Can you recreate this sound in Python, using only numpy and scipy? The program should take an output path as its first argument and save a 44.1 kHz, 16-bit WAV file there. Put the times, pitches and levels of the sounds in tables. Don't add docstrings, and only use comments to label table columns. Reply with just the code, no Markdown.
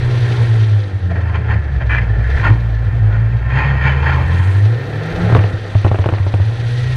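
import sys
import numpy as np
from scipy import signal
from scipy.fft import rfft, irfft
from scipy.io import wavfile
from scipy.ndimage import uniform_filter1d

SR = 44100
rng = np.random.default_rng(int(sys.argv[2]) if len(sys.argv) > 2 else 0)


def inscribe(sig):
    pcm = np.round(np.clip(np.atleast_2d(sig).T, -1, 1) * 32767)
    wavfile.write(sys.argv[1], SR, pcm.astype(np.int16))


def rack_gain(trim_db):
    fader = np.asarray(trim_db, float)
    return 10 ** (fader / 20)


N = 306936


def evened(x):
    return x / np.sqrt(np.mean(x ** 2) + 1e-20)


def add(mix, start_s, sound):
    part = mix[round(start_s * SR):][:len(sound)]
    part += sound[:len(part)]


def columns(rows):
    s, *cols = np.transpose(rows)
    t = np.arange(s[0], s[-1], 1 / SR)
    return t, [np.interp(t, s, c) for c in cols]


def along(rows):
    s, *cols = np.transpose(rows)
    return [np.interp(np.arange(N) / SR, s, c) for c in cols]


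def tent(t, peak_s, rise_s, fall_s):
    return np.interp(t, [peak_s - rise_s, peak_s, peak_s + fall_s], [0, 1, 0])


def tents(t, rows):
    return sum(height * tent(t, s, half_s, half_s) for s, height, half_s in rows)


def puff_db(t, rise_s, fall_s):
    return -20 * np.where(t < 0, -t / rise_s, t / fall_s)


def swells(rows):
    s, db, rise_s, fall_s = np.transpose(rows)[:4, :, None]
    grid = np.arange(0, N + 32, 32)
    power = rack_gain(2 * (db + puff_db(grid / SR - s, rise_s, fall_s))).sum(0)
    return np.interp(np.arange(N), grid, power)


def coloured(x, points):
    f, db = np.transpose(points)
    hz = np.fft.rfftfreq(len(x), 1 / SR)
    curve_db = np.interp(np.log(hz + 1), np.log(f), db, -90, -90)
    return irfft(rfft(x) * rack_gain(curve_db), len(x))


def drift(hz):
    z = rfft(rng.standard_normal(N))
    return evened(irfft(z / (1 + (np.fft.rfftfreq(N, 1 / SR) / hz) ** 4), N))


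def ring(x, modes):
    out = np.zeros(len(x))
    for k, (hz, width_hz, db) in enumerate(modes):
        pole = np.exp((2j * np.pi * hz - np.pi * 1.5 * width_hz) / SR)
        rung = signal.lfilter([(1 - abs(pole)) ** 2], np.poly([pole, pole]), x).real
        out += (-1) ** k * rack_gain(db) * rung
    return out


def lowpass(x, edge_hz):
    return signal.sosfilt(signal.butter(2, edge_hz, fs=SR, output="sos"), x)


# time_s, firing_hz, load_db (level of the firing tone)
GEARS = [
    [(0.0, 123.1, -14.5), (0.4, 117.9, -12), (0.77, 103.8, -9), (0.95, 94.89, -15.5), (1.17, 84.1, -16.5),
     (1.57, 74.68, -17), (1.78, 66.5, -12.5), (2.02, 58.07, -17), (2.19, 54.65, -14.5),
     (3.08, 52.33, -18.5), (3.38, 59.02, -19.5), (4.21, 80.53, -14), (4.59, 99.3, -9.5),
     (4.69, 108.8, -9.5), (4.87, 137.7, -29.5), (5.08, 161.4, -23.5), (5.24, 176, -19), (5.7, 163.5, -49)],
    [(6.3, 101.4, -39), (6.43, 107.2, -11.5), (6.53, 114, -19.5), (6.7, 119, -15), (6.959, 128, -16.5)],
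]
# peak_s, extra_hz, rise_s, fall_s
FLARES = [
    (2.35, 15, 0.17, 0.13),
    (2.611, 5.5, 0.12, 0.18),
    (2.95, 7, 0.21, 0.091),
]
# peak_s, load_change_db, half_s
SLACKS = [(0.838, -10, 0.064), (0.905, -18, 0.031), (0.989, -19, 0.029), (1.678, -11.5, 0.086),
          (1.812, -16, 0.04), (2.028, -0.5, 0.1), (2.486, 2, 0.017), (4.263, -4.5, 0.067),
          (5.148, -15, 0.037), (6.44, -16, 0.021), (1.3, -1, 0.046), (1.447, -8, 0.058), (2.42, -5, 0.055),
          (2.928, -5, 0.069), (2.62, -4, 0.061)]
OVERTONES = (2, 2.5, 3, 3.5, 4, 5)
# level_db, brightening_db_per_octave of revs
OVERTONE_SHAPE = [(0.5, -1), (-16, 7.5), (-7.5, 4), (-10, 6), (-16, 3.5), (-17, 4.5)]
# freq_hz, gain_db
THROUGH_ROOF = [(100, 4), (115, -2), (135, -11), (150, -24), (174, -13.5), (195, -29.5), (240, -35),
                (290, -23), (355, -20), (420, -20), (490, -14), (600, -34.5), (900, -21)]
# peak_s, change_db, half_s
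BEATS = [(1.8, -12, 0.026), (1.9, -23, 0.027), (2.105, 2, 0.091), (2.158, -26, 0.032), (2.167, 2, 0.04),
         (2.372, -1, 0.03), (2.455, -26, 0.054), (2.51, 7, 0.063), (2.634, -7.5, 0.055), (2.69, 5.5, .04),
         (2.818, 6.5, 0.068), (2.86, -13, 0.024), (2.95, -4, .1), (3.078, 7, .05), (3.132, 0, .05),
         (3.219, 8.5, 0.062), (3.276, 2.5, 0.027), (3.348, 6, 0.072), (3.402, -3, .03)]
# peak_s, change_db, half_s
THIRD_SWELLS = [(2.003, 13, .12), (2.25, -5, .1), (2.5, 9, 0.091), (2.641, 4, .12), (2.87, -3, 0.11),
                (2.96, -7, .06), (3.03, 7, .06), (3.2, 7, .07), (3.382, 9, .1)]


def engine():
    gear_overtone_db = (0.37, -8)
    overtone_db, load_share, rev_db_per_octave = -15.5, 0.31, 3
    sway_depth_db, slip_rad = 5.5, 0.09
    out, firing_hz = np.zeros(N), np.full(N, 112.)
    wobble, flutter = drift(29), drift(8.3)
    for rows, gear_db in zip(GEARS, gear_overtone_db):
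        t, (hz, load_db) = columns(rows)
        hz = hz + sum(extra_hz * tent(t, s, rise_s, fall_s) for s, extra_hz, rise_s, fall_s in FLARES)
        over_db = overtone_db + gear_db + load_share * (load_db + 14.5)
        over_db = over_db + rev_db_per_octave * np.log2(hz / 90)
        phase = 2 * np.pi * np.cumsum(hz) / SR
        uneven = flutter[round(t[0] * SR):][:len(t)]
        tone = rack_gain(load_db + tents(t, SLACKS)) * np.sin(phase)
        beat_db, third_db = tents(t, BEATS), tents(t, THIRD_SWELLS)
        for k, (db, bright_db) in zip(OVERTONES, OVERTONE_SHAPE):
            roof_db = np.interp(k * hz, *np.transpose(THROUGH_ROOF)) + bright_db * np.log2(hz / 70)
            sway_db = sway_depth_db * np.tanh(drift(7.8)[:len(t)])
            roof_db += beat_db if k == 2 else sway_db / 2 + third_db * (k == 3)
            level = rack_gain(over_db + db + roof_db + 1.9 * uneven)
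            tone += level * np.sin(k * (phase + slip_rad * uneven) + k)
        add(out, t[0], np.sqrt(2) * tone)
        add(firing_hz, t[0], hz - firing_hz[-1])
    return out * rack_gain(0.74 * wobble), np.cumsum(firing_hz) / SR


# time_s, judder_hz, level_db
JUDDER = [(3.45, 126.7, -10), (3.522, 129.8, -38), (3.544, 131.9, -16), (3.614, 137.6, -24),
          (3.646, 140.2, -18), (3.8, 130.7, -20.5), (3.88, 134.2, -17), (4.13, 131.4, -17.5),
          (4.2, 127.6, -16.5), (4.3, 128.7, -22.5), (4.45, 125.8, -16)]


def judder():
    t, (hz, db) = columns(JUDDER)
    phase, out = 2 * np.pi * np.cumsum(hz) / SR, np.zeros(N)
    tone = np.sin(phase) + rack_gain(-19.5) * np.sin(phase * 3 / 2)
    level = rack_gain(db + 2.6 * drift(22)[:len(t)]) * signal.windows.tukey(len(t), .15)
    add(out, t[0], np.sqrt(2) * level * tone)
    return out


# start_s, crack_db, thump_db, thump_hz
BANGS = [(5.286, -24, -28, 102), (5.298, -8, -3, 112.6), (5.323, -6, 4.5, 109.2), (5.349, 5.5, -15, 106),
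         (5.363, -8, -19, 100), (5.382, -16, 6.5, 102.4), (5.405, -13.5, -25, 106.1),
         (5.44, -10, -5.5, 102), (5.534, -46, 1, 103.8), (5.751, -9.5, 6.5, 102.8), (5.846, -2, 3, 96.3),
         (5.863, -7, -27, 105), (5.878, -21, -14, 102.3), (5.913, -3.5, 2, 102.4), (5.943, -7.5, -52, 98.6),
         (5.985, -12, -30, 98.7), (5.992, -12.5, 2, 92.4), (6.019, -20, -36, 97.7),
         (6.058, -5, -3.5, 109.7), (6.087, -7.5, -9, 99), (6.123, -11.5, 1, 103.4),
         (6.145, -17, -18, 106.3), (6.169, -21, -13, 97), (6.199, -21, 1.5, 95.4),
         (6.264, -14, -0.5, 101.5), (6.338, -8.5, 2.5, 100.7), (6.398, -15, -0.5, 94),
         (5.37, -12, -28, 102)]
# freq_hz, width_hz, level_db
CRACK_MODES = [(340, 167, 9.5), (600, 220, 7.5), (910, 730, 3), (1900, 120, -35)]
# start_s, level_db
TICKS = [(3.497, -35), (5.349, -18), (5.384, -28), (5.4041, -30), (5.4385, -19), (5.7488, -24),
         (5.8446, -23), (5.8526, -25), (5.88, -21), (5.916, -27), (5.947, -23), (5.989, -22), (6.023, -28),
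         (6.06, -19), (6.0902, -17), (6.125, -29), (6.1449, -29), (6.1695, -36), (6.1994, -34), (6.34, -20),
         (6.4014, -35)]


def bangs():
    tick_modes = [(2610, 700, 5.5), (4200, 1200, -20), (7000, 1300, -25), (11000, 1500, -32)]
    tick_db = -0.5
    out, t = np.zeros(N), np.arange(12000) / SR
    noise = rng.standard_normal((len(BANGS), 2, len(t)))
    for (s, crack_db, thump_db, hz), (dull, sharp) in zip(BANGS, noise):
        blow = t * np.exp(-t / 0.00013) / .0001 * (1 + 0.29 * dull)
        echo_s = 0.00398 + 0.00066 * dull[0]
        echo = np.roll(blow, round(echo_s * SR))
        scatter = (0.21 * np.exp(-t / 0.012) + 0.04 * np.exp(-t / 0.017)) * sharp
        crack = ring(blow - .5 * echo + scatter, CRACK_MODES)
        fade = rack_gain(thump_db - 5.5 - 60 * t / 0.25) + rack_gain(crack_db - 60 * t / 0.075)
        thump = -np.sin(2 * np.pi * hz * t) * (1 - np.exp(-t / 0.0052)) * fade
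        add(out, s + .001, rack_gain(crack_db - 1.5) * crack / abs(crack).max())
        add(out, s, thump * np.cos(np.pi / 2 * t / t[-1]))
    for (s, db), sharp in zip(TICKS, rng.standard_normal((len(TICKS), len(t)))):
        edge = np.exp(-t / .00004) + .25 * sharp * np.exp(-t / .002)
        tick = ring(edge, tick_modes)
        add(out, s, rack_gain(tick_db + db) * tick / abs(tick).max())
    return lowpass(out, 14000)


def clatter():
    knocks_per_s, level_db = 160, -30.5
    span_s = (5.2, 5.349, 5.501, 5.75, 5.9, 6.451)
    modes = [(420, 250, 1), (800, 500, 0), (1500, 1100, -8.5), (2600, 900, -12.5)]
    chance, size = rng.random(N), np.minimum(rng.exponential(1, N), 4)
    knocks = (chance < knocks_per_s / SR) * rack_gain(7.2 * size)
    decay = np.exp(-np.arange(1500) / SR / 0.0035)
    puffs = signal.oaconvolve(knocks, decay)[:N] * rng.standard_normal(N)
    presence = np.interp(np.arange(N) / SR, span_s, [0, 1, 0, 0, 1, 0])
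    return rack_gain(level_db) * presence * evened(ring(puffs, modes))


# peak_s, level_db, rise_s, fall_s, low_panels_db
SHAKES = [(.4, -34.5, 2.6, 0.78, -2.5), (1.11, -31, 0.018, 0.053, -5), (1.16, -30, 0.023, 0.059, -4),
          (1.295, -35.5, 0.13, 0.077, -2.5), (1.353, -26.5, 0.02, 0.052, 0.5),
          (1.511, -28, 0.11, 0.085, -4), (1.545, -30.5, 0.14, 0.026, -1), (1.817, -25, 0.022, 0.032, -7),
          (2.03, -32, 0.2, 0.12, -5.5), (2.4, -26.5, 0.38, 0.051, -12), (2.442, -21.5, 0.012, 0.051, 2.5),
          (2.465, -22, 0.054, 0.095, 4.5), (3.149, -34.5, 0.15, 0.15, -3.5), (3.5, -30.5, 0.003, 0.46, -6),
          (3.72, -31, 0.14, 0.11, -3.5), (3.815, -26.5, 0.017, 0.25, -6), (3.98, -35, 0.17, 0.22, 2.5),
          (3.588, -21.5, 0.093, 0.28, 0.5), (3.873, -19.5, 0.1, 0.18, -2), (4.094, -18, 0.091, 0.094, -4),
          (4.197, -45, 0.4, 0.094, 19.5), (4.419, -31.5, 2.07, 0.51, -1.5), (1.2, -39.5, 0.17, 19, -5.5),
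          (6.9, -45, 4.6, 0.59, -0.5), (5.31, -30, 1, 0.46, -7)]
# freq_hz, width_hz, level_db
PANELS_LOW = [(573, 420, -3.5), (718, 350, -6.5), (896, 117, 1), (1049.7, 31, 4.5), (1090, 390, -7)]
PANELS_MIDDLE = [(1379, 81, -0.5), (1612, 140, 0), (1747, 34.4, 2), (1829, 64, 4), (2003, 237, -5),
                 (4910, 260, -26)]
PANELS_HIGH = [(2166, 57, 2.5), (2384, 188, 4.5), (2353, 45, 4.5), (2599, 132, 2), (3147, 190, -3.5),
               (3600, 470, -17), (4386, 190, -13), (6530, 430, -25.5)]
# freq_hz, width_hz, level_db
PLATE = [(926, 640, -9), (1445, 140, -5), (1745, 170, 4.5), (2030, 47, 2.5), (2350, 58, 5.5),
         (2500, 48, -2.5), (2670, 72, -11), (3130, 320, -17.5), (4000, 440, -28.5), (6200, 640, -49)]


def rattle(turns):
    calm_db, calm_share, calm_low_db, calm_high_db, shaken_high_db = -42, 0.39, -8, -17.5, -6
    scrape_s, hold_s, scrape_db, attack_s, release_s = 1.896, .092, -18.5, .003, .035
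    calm = rack_gain(2 * (calm_db + calm_share * (along(AIRSPEED)[0] + 41.5)))
    shaken = swells(SHAKES)
    shaken_low = swells([(s, db + low_db, rise_s, fall_s) for s, db, rise_s, fall_s, low_db in SHAKES])
    shaken_high = np.sqrt(shaken * shaken_low) * rack_gain(2 * shaken_high_db)
    cycle = (turns + 0.065 * drift(40)) % 1
    soft = .5 * (cycle > .5) * np.exp(-abs(cycle - .5) / .2)
    knock = .45 + np.exp(-cycle / .2) + soft
    drive = knock * rack_gain(1.2 * drift(70)) * rng.standard_normal((4, N))
    low = np.sqrt(calm * rack_gain(2 * calm_low_db) + shaken_low) * evened(ring(drive[0], PANELS_LOW))
    middle = np.sqrt(calm + shaken) * evened(ring(drive[1], PANELS_MIDDLE))
    high = np.sqrt(calm * rack_gain(2 * calm_high_db) + shaken_high) * evened(ring(drive[2], PANELS_HIGH))
    t = np.arange(N) / SR - scrape_s
    away = np.maximum(-t / attack_s, 0) + np.maximum((t - hold_s) / release_s, 0)
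    scrape = rack_gain(scrape_db - 20 * away + 0.74 * drift(55)) * evened(ring(drive[3], PLATE))
    return lowpass(low + middle + high + scrape, 8000)


# peak_s, part_hz, level_db, rise_s, fall_s
RINGS = [(1.109, 675, -31, .004, 0.068), (1.15, 663, -31.5, .005, 0.067), (1.352, 1395, -30, 0.035, 0.039),
         (1.352, 2210, -40, 0.026, .05), (1.51, 774, -34, .06, 0.075), (1.5, 420, -32.5, 0.29, 0.17),
         (1.815, 618, -28.5, .02, .06), (2.454, 1416, -23, .03, 0.09), (2.468, 1830, -22.5, 0.052, .06),
         (2.83, 590, -40.5, .08, .08), (3.15, 1466, -33, 0.081, 0.073), (3.502, 2470, -39, .004, 0.087),
         (3.6, 2445, -31, 0.11, 0.17), (3.869, 1430, -31, .1, 0.17), (3.87, 2301, -24.5, 0.1, 0.091),
         (3.901, 3010, -34, 0.13, 0.065), (3.989, 2410, -36.5, 0.067, 0.2), (4.17, 1050, -27, 0.055, 0.068),
         (4.76, 490, -33, 0.15, 0.16), (2.5, 289, -29.5, 0.049, 0.14), (3.95, 470, -31, .25, 0.33),
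         (6.68, 487, -37.5, 0.72, 0.46), (6.59, 800, -38.5, 0.19, .15)]


def rings():
    width_hz = 50
    out, t = np.zeros(N), np.arange(-.25, .35, 1 / SR)
    for (s, hz, db, rise_s, fall_s), noise in zip(RINGS, rng.standard_normal((len(RINGS), len(t)))):
        part = evened(ring(noise, [(hz, width_hz, 0)]))
        add(out, s + t[0], rack_gain(db + puff_db(t, rise_s, fall_s)) * part)
    return out


# time_s, hiss_db
AIRSPEED = [(0.0, -39), (0.37, -35), (0.7, -41), (0.93, -47), (1.38, -52.5), (2.2, -50), (2.38, -42.5),
            (2.66, -50.5), (3.74, -52.5), (4.27, -42.5), (4.46, -42.5), (4.98, -42.5), (5.21, -37.5),
            (5.35, -40.5), (6.3, -43.5), (6.78, -36.5), (6.96, -35.5)]
# peak_s, level_db, rise_s, fall_s
BUMPS = [(0.0, 4, 0.11, 0.023), (0.36, -17.5, 0.66, 0.38), (1.41, -16.5, 0.46, 0.1),
         (1.538, -7, 0.1, 0.079), (1.75, -14.5, 0.088, 0.13), (2.2, -18, 1, 0.31), (2.49, -10, 0.19, 0.14),
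         (2.88, -15.5, 0.1, 1), (4.482, -20.5, 0.2, 1), (4.89, -20.5, 0.053, 0.18),
         (5.27, -6.5, 0.077, 0.036), (6.4, -18, 0.31, .12), (6.496, -21, 0.14, 0.033),
         (6.624, -20, .08, 0.053), (3.25, -24.5, 0.33, 0.31), (6.85, -24, 0.15, 0.22)]
# peak_s, level_db, rise_s, fall_s
GUSTS = [(0.0, -23.5, .1, 0.94), (.95, -32.5, 0.04, .9), (1.492, -22.5, 0.05, .07), (1.7, -24, 0.12, .7),
         (2.361, -23, 0.12, 0.23), (2.95, -37, 0.14, 0.97), (3.949, -34, 0.28, .8),
         (4.27, -25.5, 0.23, 0.3), (5.14, -27, .12, 0.24), (5.31, -35, 0.19, .9), (6.96, -23.5, 0.57, .1)]
# peak_s, level_db, rise_s, fall_s
SIDEWIND = [
    (.37, -36.5, 1.2, 0.98),
    (2.299, -38.5, 2, 1),
    (4.15, -38, 0.29, 0.52),
    (5.25, -26, 0.69, 0.88),
    (5.9, -38.5, 0.3, 0.95),
]
# freq_hz, width_hz, level_db
ROOF = [(105, 8.6, 4), (176, 15, -21.5), (133.9, 5.9, -10)]
# freq_hz, density_db_per_hz
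BUFFET = [(15, -10), (28, 2), (45, -5), (70, 6.5), (140, -28), (200, -43)]
ROAR = [(110, -57.5), (190, -2), (313, -1), (356, -1), (491, 1), (545, -2.5), (802, -3.5), (935, -24.5),
        (1300, -8), (1690, -18), (2860, -120)]
HISS = [(1290, -8), (2200, 1.5), (2620, 1), (2900, -0.5), (3210, 2), (4110, -0.5), (4710, -5.5),
        (5160, -11), (6050, -9.5), (7000, -25.5), (9100, -39), (15400, -120)]
# freq_hz, width_hz, level_db
HISS_TOP = [(6720, 710, -1.5), (8270, 760, -1.5), (9300, 440, -7), (10270, 700, -4.5), (12300, 1300, -17),
            (14300, 900, -20.5)]
TURBO = [(7000, 900, 0), (12300, 1500, 0), (14200, 900, -7)]


def air():
    skin_db, lull_db, buffet_db = -26, -27, -40
    roar_db, roar_share, roar_shaken_db, roar_most_db = -38.5, 0.19, -0.5, -36
    boost_s, boost_db = (2.1, 2.3, 5.2, 5.45), -72
    spool_s, spool_db = (4.45, 0.28, .3), 7.5
    hiss_db, t = along(AIRSPEED)[0], np.arange(N) / SR
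    calm_db = np.where((t > 5.3) & (t < 5.6), lull_db, skin_db)
    drummed = np.sqrt(uniform_filter1d(rack_gain(2 * calm_db), 1500) + swells(BUMPS))
    buffeted = np.sqrt(rack_gain(2 * buffet_db) + swells(GUSTS))
    shaken = np.minimum(rack_gain(2 * roar_shaken_db) * swells(SHAKES), rack_gain(2 * roar_most_db))
    steady = rack_gain(2 * (roar_db + roar_share * (hiss_db + 45.0)))
    roaring = np.sqrt(steady + shaken + swells(SIDEWIND))
    a, b, c, d, e = rng.standard_normal((5, N))
    gust = drift(14.0)
    skin = evened(ring(a, ROOF))
    swing = uniform_filter1d(skin ** 2, 1300) + 0.057
    boom = np.minimum(drummed, rack_gain(-13)) * evened(skin / swing ** .25)
    buffet = buffeted * rack_gain(3 * drift(6)) * evened(coloured(b, BUFFET))
    roar = roaring * rack_gain(0.98 * gust + 1.0 * drift(34)) * evened(coloured(c, ROAR))
    hiss = rack_gain(hiss_db + 0.51 * gust + 1.98 * drift(37)) * evened(coloured(d, HISS))
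    top_db = hiss_db + spool_db * tent(t, *spool_s) - 18.5 + 0.58 * gust + 1.7 * drift(80)
    top = rack_gain(top_db) * evened(ring(e, HISS_TOP))
    turbo_db = boost_db + 0.4 * (hiss_db + 52.5) + 1.5 * drift(30)
    turbo = np.interp(t, boost_s, [0, 1, 1, 0]) * rack_gain(turbo_db) * evened(ring(b, TURBO))
    return boom + buffet + roar + hiss + top + turbo


# time_s, pitch_hz, level_db
WHINE = [(0, 1800, -52), (1.05, 1780, -47), (1.5, 1740, -45), (2.3, 1730, -36), (2.7, 1740, -42),
         (3.3, 1800, -49.5), (3.6, 1860, -29), (4.1, 1860, -42), (4.6, 1830, -40), (5.2, 1830, -45.5),
         (6.3, 1850, -53.5), (6.96, 1900, -37.5)]


def whine():
    width_hz, waver_hz = 61, 24.85
    hz, db = along(WHINE)
    phase = 2 * np.pi * np.cumsum(hz + waver_hz * drift(5.45)) / SR
    fuzz = drift(width_hz / 2) * np.cos(phase) + drift(width_hz / 2) * np.sin(phase)
    return rack_gain(db + 1.2 * drift(17)) * fuzz


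def scene():
    tone, turns = engine()
    car = tone + judder() + bangs() + clatter() + rattle(turns) + rings()
    return (car + air() + whine())[None]


def band_limit(x):
    return signal.sosfilt(signal.butter(12, 15150, fs=SR, output="sos"), x)


def record(dry):
    limited = dry / (1 + abs(dry) ** 8) ** (1 / 8)
    return band_limit(limited)


dry = scene()
out = record(dry)
inscribe(out)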